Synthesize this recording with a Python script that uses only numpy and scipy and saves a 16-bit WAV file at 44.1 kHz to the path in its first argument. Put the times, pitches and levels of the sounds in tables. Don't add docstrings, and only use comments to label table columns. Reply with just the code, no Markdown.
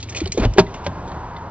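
import sys
import numpy as np
from scipy import signal
from scipy.fft import rfft, irfft
from scipy.io import wavfile

SR = 44100
rng = np.random.default_rng(int(sys.argv[2]) if len(sys.argv) > 2 else 0)


def transcribe(signal):
    frames = np.atleast_2d(signal).T
    limited = np.clip(frames, -1, 1)
    pcm = np.round(limited * 32767).astype(np.int16)
    wavfile.write(sys.argv[1], SR, pcm)


N = 66150
T = np.arange(N) / SR


def from_db(db):
    return 10 ** (np.asarray(db) / 20)


def rms_one(x):
    return x / np.sqrt(np.mean(x ** 2) + 1e-20)


def gains(rows):
    times, *columns = np.transpose(rows)
    return [from_db(np.interp(T, times, levels)) for levels in columns]


def band(x, edges_hz, order=2):
    band_pass = signal.butter(order, edges_hz, "band", fs=SR, output="sos")
    return rms_one(signal.sosfilt(band_pass, x))


def noise(spectrum):
    hz, db = np.transpose(spectrum)
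    f = np.maximum(np.arange(N // 2 + 1) * SR / N, 1)
    shape = from_db(np.interp(np.log(f), np.log(hz), db))
    return rms_one(irfft(rfft(rng.standard_normal(N)) * shape, N))


def drift(rate_hz):
    f = np.arange(N // 2 + 1) * SR / N
    return rms_one(irfft(rfft(rng.standard_normal(N)) / (1 + (f / rate_hz) ** 2), N))


def envelope(start, rise, fade):
    rise = max(rise, 1 / SR)
    return np.clip((T - start) / rise, 0, 1) * from_db(-60 * np.maximum(T - start - rise, 0) / fade)


def cabin_noise():
    # (frequency [Hz], relative level [dB])
    spectrum = [(20, -16.5), (45, -1), (85, -23.5), (125, -8.5), (300, -13.5), (600, -24), (1500, -34),
                (2500, -29.5), (4500, -34.5), (6800, -38), (8500, -65.5)]
    # (time [s], level [dB])
    levels = [(0, -40.5), (0.3, -39), (0.7, -38), (0.95, -42), (1.2, -42), (1.5, -46)]
    return gains(levels)[0] * noise(spectrum)


def traffic():
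    # (frequency [Hz], relative level [dB])
    drone = [(25, -12), (68, 1.5), (110, -4.5), (160, -1), (260, -10.5), (380, -9), (520, -9.5), (700, -9),
             (1200, -31.5), (3000, -42.5)]
    # (frequency [Hz], relative level [dB])
    tyres = [(200, -20), (500, -18), (720, -5), (950, 2), (1200, -8.5), (1600, -12), (2250, -24.5),
             (3500, -39), (6800, -59), (8500, -82)]
    # (time [s], drone level [dB], tyre level [dB])
    passing = [(0, -48.5, -51), (0.3, -52, -66), (0.55, -38.5, -44), (0.8, -37, -37), (1.0, -34, -36.5),
               (1.14, -33, -34), (1.28, -38.5, -34.5), (1.5, -38, -36.5)]
    drone_gain, tyre_gain = gains(passing)
    return drone_gain * noise(drone) + tyre_gain * noise(tyres)


def engine():
    # (pitch [Hz], average level at the start [dB])
    hum = [(82, -39.5), (108, -38.5)]
    waver_db, wander_hz, fade_db_per_s = 1.5, 2.5, 3
    out = 0
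    for hz, db in hum:
        gain = from_db(db + waver_db * drift(4) - fade_db_per_s * T)
        phase = 2 * np.pi * np.cumsum(hz + wander_hz * drift(6)) / SR
        out += gain * np.sqrt(2) * np.sin(phase)
    return out


def pings():
    # (time [s], pitch [Hz], level [dB], fade [s])
    parts = [(0.455, 2950, -41.5, 0.27), (0.865, 5180, -62.5, .5)]
    return sum(from_db(db) * envelope(start, 0, fade) * np.sin(2 * np.pi * hz * (T - start))
               for start, hz, db, fade in parts)


def slips(per_second=5500, spread_db=2):
    sizes = from_db(spread_db * np.minimum(rng.exponential(1, N), 4)) * rng.choice([-1, 1], N)
    return sizes * (rng.random(N) < per_second / SR)


def trim_ring(x):
    # (pitch [Hz], width [Hz], boost [dB])
    resonances = [(2300, 66, 2), (2420, 43, 4.5), (3535, 74, 6), (4020, 64, 2.5), (4490, 74, 5),
                  (4870, 140, -0.5), (6370, 81, 7.5)]
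    out = x
    for hz, width_hz, db in resonances:
        r = np.exp(-np.pi * width_hz / SR)
        feed = (1 - r * r) / 2
        feedback = [1, -2 * r * np.cos(2 * np.pi * hz / SR), r * r]
        ringing = signal.lfilter([feed, 0, -feed], feedback, x + 1e-18)
        out = out + (from_db(db) - 1) * ringing
    return out


def ticks():
    # (time [s], rise [s], fade [s], low band [relative dB],
    # middle band [relative dB], top band [relative dB], note pitch [Hz], note level [dB])
    events = [(0.001, .002, 0.13, -52, -45, -47, 3300, -55),
              (0.027, 0.0013, 0.047, -43, -35.5, -37.5, 2650, -35),
              (0.086, 0.0014, 0.061, -41.5, -56, -50, 2430, -43),
              (0.0936, .001, 0.079, -57, -45.5, -35, 5350, -39),
              (0.122, 0.0022, 0.056, -47, -48, -48, 1780, -37.5),
              (0.148, 0.00086, 0.056, -31.5, -46, -38.5, 2520, -30.5),
              (0.157, 0.011, 0.066, -40, -40.5, -33, 2500, -27),
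              (0.17, 0.0037, 0.091, -42.5, -34.5, -35.5, 3120, -34),
              (0.202, 0.0016, 0.047, -35, -33, -39, 2480, -28),
              (0.239, 0.0017, .05, -59, -51.5, -54.5, 2870, -45),
              (0.255, 0.0039, 0.028, -42, -35, -46, 3010, -28),
              (0.273, 0.00096, 0.033, -40, -38, -39, 4400, -28),
              (0.3202, 0.0004, 0.038, -29, -43.5, -21, 4180, -23),
              (0.338, 0.0024, 0.2, -61, -49, -46.5, 2100, -53),
              (0.374, 0.0046, 0.038, -39.5, -35, -37, 2240, -33.5),
              (0.396, .003, .06, -45, -37, -41.5, 2440, -31.5),
              (0.5361, 0.0015, 0.022, -44.5, -48.5, -38, 2650, -37),
              (0.573, 0.0036, 0.036, -31, -39, -42, 2120, -32),
              (0.6657, 0.0018, 0.043, -59, -49.5, -65, 2020, -33.5),
              (0.740, 0.0018, 0.11, -42.5, -48, -47.5, 2150, -47),
              (0.840, 0.0063, 0.16, -49, -51, -49, 2990, -53),
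              (1.074, 0.0037, 0.16, -64.5, -52.5, -57.5, 2180, -62),
              (1.116, 0.0016, 0.052, -57, -48, -63, 1840, -44),
              (1.362, 0.0035, 0.048, -57, -46.5, -72, 2030, -35.5)]
    # (low edge [Hz], high edge [Hz])
    bands = [(1900, 3000), (3000, 4800), (5000, 7300)]
    friction_db, overtone_ratio, overtone_db = 3.5, 1.75, -6.5
    friction = notes = 0
    for k, edges in enumerate(bands):
        force = sum(from_db(row[3 + k]) * envelope(*row[:3]) for row in events)
        friction += force * band(slips(), edges, order=4)
    for start, rise, fade, *_, hz, db in events:
        phase = 2 * np.pi * hz * (T - start)
        note = np.sin(phase) + from_db(overtone_db) * np.sin(overtone_ratio * phase)
        notes += from_db(db) * envelope(start, rise, fade) * note
    return from_db(friction_db) * trim_ring(friction) + notes


def thuds(rows, overtone_db, overtone_ratio=2.11):
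    out = 0
    for start, hz, db, rise, fade in rows:
        phase = 2 * np.pi * hz * (T - start)
        shape = envelope(start, rise, fade)
        overtone = from_db(overtone_db) * shape * np.sin(overtone_ratio * phase)
        out += from_db(db) * shape * (np.sin(phase) + overtone)
    return out


def knocks_and_bumps():
    # (time [s], pitch [Hz], level [dB], rise [s], fade [s])
    knocks = [(0.2145, 323, -13, 0.0047, 0.054), (0.259, 386.5, -23, 0.0059, 0.07),
              (0.346, 398, -25, .003, 0.064), (0.3738, 474, -9.5, 0.0022, 0.042),
              (0.381, 354, -7.5, 0.0007, 0.037), (0.392, 225, -9, 0.01, 0.03),
              (0.563, 400, -19.5, .002, 0.056)]
    # (time [s], pitch [Hz], level [dB], rise [s], fade [s])
    bumps = [(0.222, 82.5, -18.5, 0.02, 0.16), (0.288, 85, -22, 0.011, 0.052),
             (0.390, 50.76, -14, 0.033, .13), (0.435, 114.8, -13, 0.039, 0.043),
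             (0.440, 43.5, -11.5, 0.017, 0.2), (0.470, 50, -15, 0.02, 0.15),
             (0.505, 76.4, -15.5, 0.0078, 0.049), (0.600, 184.7, -14, 0.011, 0.08),
             (0.596, 110, -13.5, 0.0084, 0.094), (0.600, 47.8, -21.5, .006, 0.18),
             (0.866, 91.5, -21, 0.0032, 0.31), (0.868, 176.9, -20, 0.0085, 0.091),
             (1.08, 75.9, -27.5, 0.042, .5)]
    return thuds(knocks, overtone_db=-26) + thuds(bumps, overtone_db=-5)


def slide():
    # (time [s], hollow level [dB], scratch level [dB])
    levels = [(0.0, -88, -56), (0.12, -40.5, -47.5), (0.18, -37, -42), (0.27, -42, -45), (0.33, -56, -90),
              (0.368, -51, -48), (0.38, -26, -38), (0.411, -23, -41.5), (0.43, -23, -31.5),
              (0.454, -20, -24.5), (0.472, -33, -51.5), (0.495, -40, -67), (0.54, -49, -52),
              (0.6, -73, -63.5)]
    hollow_hz, scratch_hz, dull_above_hz = (150, 680), (750, 5800), 1530
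    hollow_gain, scratch_gain = gains(levels)
    dull_slips = signal.sosfilt(signal.butter(1, dull_above_hz, fs=SR, output="sos"), slips())
    hollow = hollow_gain * band(slips(), hollow_hz)
    scratch = scratch_gain * band(dull_slips, scratch_hz)
    return trim_ring(hollow + scratch)


def rasps(edge_ratio=1.3):
    # (time [s], rise [s], fade [s], centre frequency [Hz], level [dB])
    catches = [(0.259, 0.0022, .05, 750, -32), (0.418, .0015, 0.012, 1490, -21),
               (0.436, .002, 0.036, 1600, -23), (0.574, .004, .05, 800, -19.5),
               (0.743, .002, .04, 1000, -30), (0.859, .002, .03, 1500, -34.5)]
    out = 0
    for start, rise, fade, hz, db in catches:
        grit = band(slips(), (hz / edge_ratio, hz * edge_ratio))
        out += from_db(db) * envelope(start, rise, fade) * grit
    return out


def cabin_echo(x, band_hz=(180, 900), echo_db=-19.5):
    tail = band(rng.standard_normal(N), band_hz) * envelope(start=0.0046, rise=0.01, fade=0.27)
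    tail /= np.sqrt(np.sum(tail ** 2) * SR / 2 / np.ptp(band_hz))
    return x + from_db(echo_db) * signal.fftconvolve(x, tail)[:N]


def snap(hits, notes, grit_bands, grind_s, grind_fade_s):
    ringing = 0
    for start, hit_db in hits:
        for k, (hz, note_db, fade) in enumerate(notes):
            note = (-1) ** k * np.sin(2 * np.pi * hz * (T - start))
            ringing += from_db(hit_db + note_db) * envelope(start, 0, fade) * note
    stop_ceiling = 1.25
    ringing = stop_ceiling * np.tanh(ringing / stop_ceiling)
    grit = sum(from_db(db) * band(slips(), (low, high), order=3) for low, high, db in grit_bands)
    first_hit = hits[0][0]
    release = first_hit + grind_s
    force = np.where(T < release, T >= first_hit, envelope(release, 0, grind_fade_s))
    return ringing + trim_ring(grit * force)


def latch():
    # (time [s], strength [dB])
    hits = [(0.8645, -17.5), (0.8715, -29.5)]
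    # (pitch [Hz], relative level [dB], fade [s])
    notes = [(255.4, -12.5, 0.18), (572, 2, 0.05), (814, -4, 0.042), (1024, -8.5, 0.096),
             (1580, -16, 0.082), (2420, -29, 0.022), (3510, -25, 0.066)]
    # (low edge [Hz], high edge [Hz], level [dB])
    grit_bands = [(700, 2530, -25), (2670, 4500, -28.5), (4460, 6100, -33.5)]
    return snap(hits, notes, grit_bands, grind_s=0.00065, grind_fade_s=0.046)


def clunk():
    # (time [s], strength [dB])
    hits = [(0.5827, 3), (0.5878, -3), (0.5928, -10)]
    # (pitch [Hz], relative level [dB], fade [s])
    notes = [(174.8, -18.5, .16), (239, -16, 0.16), (319.5, -12.5, 0.14), (389.3, 1.5, 0.056),
             (632, -7, 0.081), (752, -11, .06), (931.6, -12.5, 0.12), (1157, -21.5, 0.037),
             (1380, -33, .06), (1658, -8, 0.067), (2530, -28.5, 0.092), (3580, -23, 0.033),
             (4460, -33, 0.076)]
    # (low edge [Hz], high edge [Hz], level [dB])
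    grit_bands = [(540, 1420, -13.5), (1800, 5540, -16.5), (4700, 4800, -28.5)]
    return snap(hits, notes, grit_bands, grind_s=0.013, grind_fade_s=0.057)


def scene():
    snaps = clunk() + latch()
    handling = ticks() + slide() + rasps() + pings() + knocks_and_bumps()
    right = handling + cabin_echo(snaps) + engine() + cabin_noise() + traffic()
    left_lag_s = 0.000065
    left = np.interp(T - left_lag_s, T, right)
    return np.array([left, right])


def record(dry):
    ceiling, sharpness, cutoff_hz = 1.05, 6, 7600
    flattened = dry / (1 + np.abs(dry / ceiling) ** sharpness) ** (1 / sharpness)
    low_pass = signal.butter(12, cutoff_hz, fs=SR, output="sos")
    return np.clip(signal.sosfilt(low_pass, flattened), -1, 1)


dry = scene()
out = record(dry)
transcribe(out)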